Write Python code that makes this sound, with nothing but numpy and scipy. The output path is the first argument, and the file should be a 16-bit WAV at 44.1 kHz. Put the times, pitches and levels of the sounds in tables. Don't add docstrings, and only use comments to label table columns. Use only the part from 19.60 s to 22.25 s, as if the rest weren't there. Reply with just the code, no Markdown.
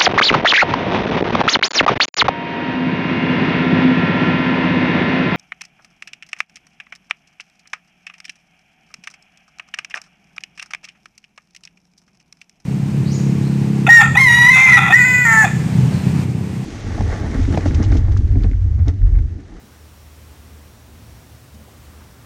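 import sys
import numpy as np
from scipy import signal
from scipy.fft import rfft, irfft
from scipy.io import wavfile
from scipy.ndimage import uniform_filter1d

SR = 44100
rng = np.random.default_rng(int(sys.argv[2]) if len(sys.argv) > 2 else 0)


def makeup_ratio(level_db):
    decades = np.asarray(level_db, float) / 20
    return 10 ** decades


def transcribe(signal):
    frames = np.atleast_2d(signal).T
    limited = np.clip(frames, -1, 1)
    pcm = np.round(limited * 32767).astype(np.int16)
    wavfile.write(sys.argv[1], SR, pcm)


N = 116865


def unit(x):
    return x / np.sqrt(np.mean(x ** 2))


def walk(rate_hz):
    k = int(SR / rate_hz)
    smooth = uniform_filter1d(uniform_filter1d(rng.standard_normal(N), k), k)
    return unit(smooth - smooth.mean())


def colour(points):
    hz, db = np.array(points, float).T
    f = np.arange(N // 2 + 1) * SR / N + 1
    gain = makeup_ratio(np.interp(np.log(f), np.log(hz), db))
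    return unit(irfft(rfft(rng.standard_normal(N)) * gain, N))


def band(hz, width_hz):
    f = np.arange(N // 2 + 1) * SR / N
    resonance = 1 / (1 + ((f - hz) / width_hz * 2) ** 2)
    return unit(irfft(rfft(rng.standard_normal(N)) * resonance, N))


def swells(t, rows, rough_db, width):
    out = np.zeros(N)
    for start, length, db, hz in rows:
        envelope = np.sin(np.pi * np.clip((t - start) / length, 0, 1))
        out += makeup_ratio(db + rough_db * walk(46)) * envelope * band(hz, width * hz)
    return out


# f/Hz, level/dB
RUMBLE_SPECTRUM = [(20, -14), (35, -28), (50, -2), (110, -3.5), (165, -12), (215, -10), (300, -15),
                   (1200, -27.5)]


def road_rumble():
    level_db = -47 + 1.35 * walk(2.56)
    return makeup_ratio(level_db) * colour(RUMBLE_SPECTRUM + [(16000, -54.5)])


# start t/s, length t/s, level/dB before roughness, centre f/Hz
TRAFFIC_SWELLS = [(1.1, 0.22, -54, 121), (1.55, 0.44, -50.5, 129.5), (2.52, 0.3, -47, 118),
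                  (0, 0.13, -59, 213), (.68, 0.47, -60.5, 218), (1.344, 0.24, -55.5, 225),
                  (1.8, .48, -54.5, 210)]


def far_traffic(t):
    return swells(t, TRAFFIC_SWELLS, rough_db=4.0, width=0.22)


# f/Hz, level/dB
HISS_SPECTRUM = [(300, 0), (1000, -1), (2500, -5), (5000, -8), (8000, -9.5), (12000, -11.5), (16400, -11)]


def hiss():
    level_db = -51.5 + 0.4 * walk(4.3)
    return makeup_ratio(level_db) * colour([(60, -52)] + HISS_SPECTRUM)


def insects(t):
    start_db, fade_db_per_s = -67.5, -0.5
    level_db = start_db + fade_db_per_s * t + 2.2 * walk(7)
    return makeup_ratio(level_db) * band(5640, width_hz=520)


# f/Hz, level/dB rms before flutter
WHINE_TONES = [(886, -78), (1181, -75.5)]


def whine(t):
    out = np.zeros(N)
    for hz, db in WHINE_TONES:
        level_db = db + 2 * walk(4.3)
        out += makeup_ratio(level_db) * np.sin(2 * np.pi * (hz * t + rng.random()))
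    return np.sqrt(2) * out


# t/s, level/dB rms before flutter
MAIN_NOTE = [(0.0, -83), (0.07, -56), (0.15, -46), (1.03, -43.5), (1.1, -54.5), (1.28, -47.5), (1.45, -50),
             (1.49, -43.5), (1.65, -59), (1.75, -40), (1.84, -59), (1.95, -43), (2.05, -51.5),
             (2.29, -44.5), (2.34, -43), (2.44, -48), (2.55, -58), (2.65, -53)]
# multiple of the cycle, level/dB against the mean main note, flutter level/dB
HARMONICS = [(3, -9.5, 1.5), (4, -14.5, 1.5), (7, -23.5, 2)]


def engine(t):
    cycle_hz, relative_drift = 37.91, 0.0041
    phase = 2 * np.pi * np.cumsum(cycle_hz * (1 + relative_drift * walk(2.57))) / SR
    main_db = np.interp(t, *np.array(MAIN_NOTE).T)
    out = makeup_ratio(main_db + 0.67 * walk(10)) * np.sin(2 * phase)
    growth_start_s, growth_length_s, growth_db = 1.25, 0.85, 4.5
    growth = growth_db * np.sin(np.pi * np.clip((t - growth_start_s) / growth_length_s, 0, 1))
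    for multiple, db, flutter_db in HARMONICS:
        level_db = main_db.mean() + db + growth + flutter_db * walk(7.5)
        out += makeup_ratio(level_db) * np.sin(multiple * phase + 2 * np.pi * rng.random())
    return np.sqrt(2) * out


# start t/s, length t/s, level/dB before roughness, centre f/Hz
CLOTH_MOVES = [(0.036, 0.19, -61, 1490), (1.876, 0.34, -58.5, 566), (2.05, 0.81, -59.5, 1300)]


def cloth(t):
    return swells(t, CLOTH_MOVES, rough_db=3.0, width=0.79)


# start t/s, ring level/dB rms at the top of the envelope,
# starting pitch f/Hz, rise t/s, relative pitch gain per rise time
SCUFFS = [(1.942, -56, 4600, .004, .15), (2.073, -53, 300, .005, .6)]


def ticks(t):
    out = np.zeros(N)
    for start, db, hz, rise, glide in SCUFFS:
        u = np.clip((t - start) / rise, 0, 50)
        ring = np.sqrt(2) * np.sin(2 * np.pi * hz * rise * (u + glide * u ** 2 / 2))
        top_hz = (1 + glide) * hz
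        scrape = makeup_ratio(-1) * band(top_hz, top_hz)
        out += makeup_ratio(db) * u * np.exp(1 - u) * (ring + scrape)
    return out


def scene():
    t = np.arange(N) / SR
    machine = engine(t) + whine(t)
    background = road_rumble() + far_traffic(t) + hiss() + insects(t)
    archer = cloth(t) + ticks(t)
    return (machine + background + archer)[None]


def roll_off(x):
    return signal.sosfilt(signal.butter(12, 17480, fs=SR, output="sos"), x)


def record(dry):
    bass_rolloff = signal.butter(2, 30, "high", fs=SR, output="sos")
    top_cut = signal.ellip(12, 0.2, 70, 16350, fs=SR, output="sos")
    mix = signal.sosfilt(np.vstack([bass_rolloff, top_cut]), dry)
    return roll_off(mix)


dry = scene()
out = record(dry)
transcribe(out)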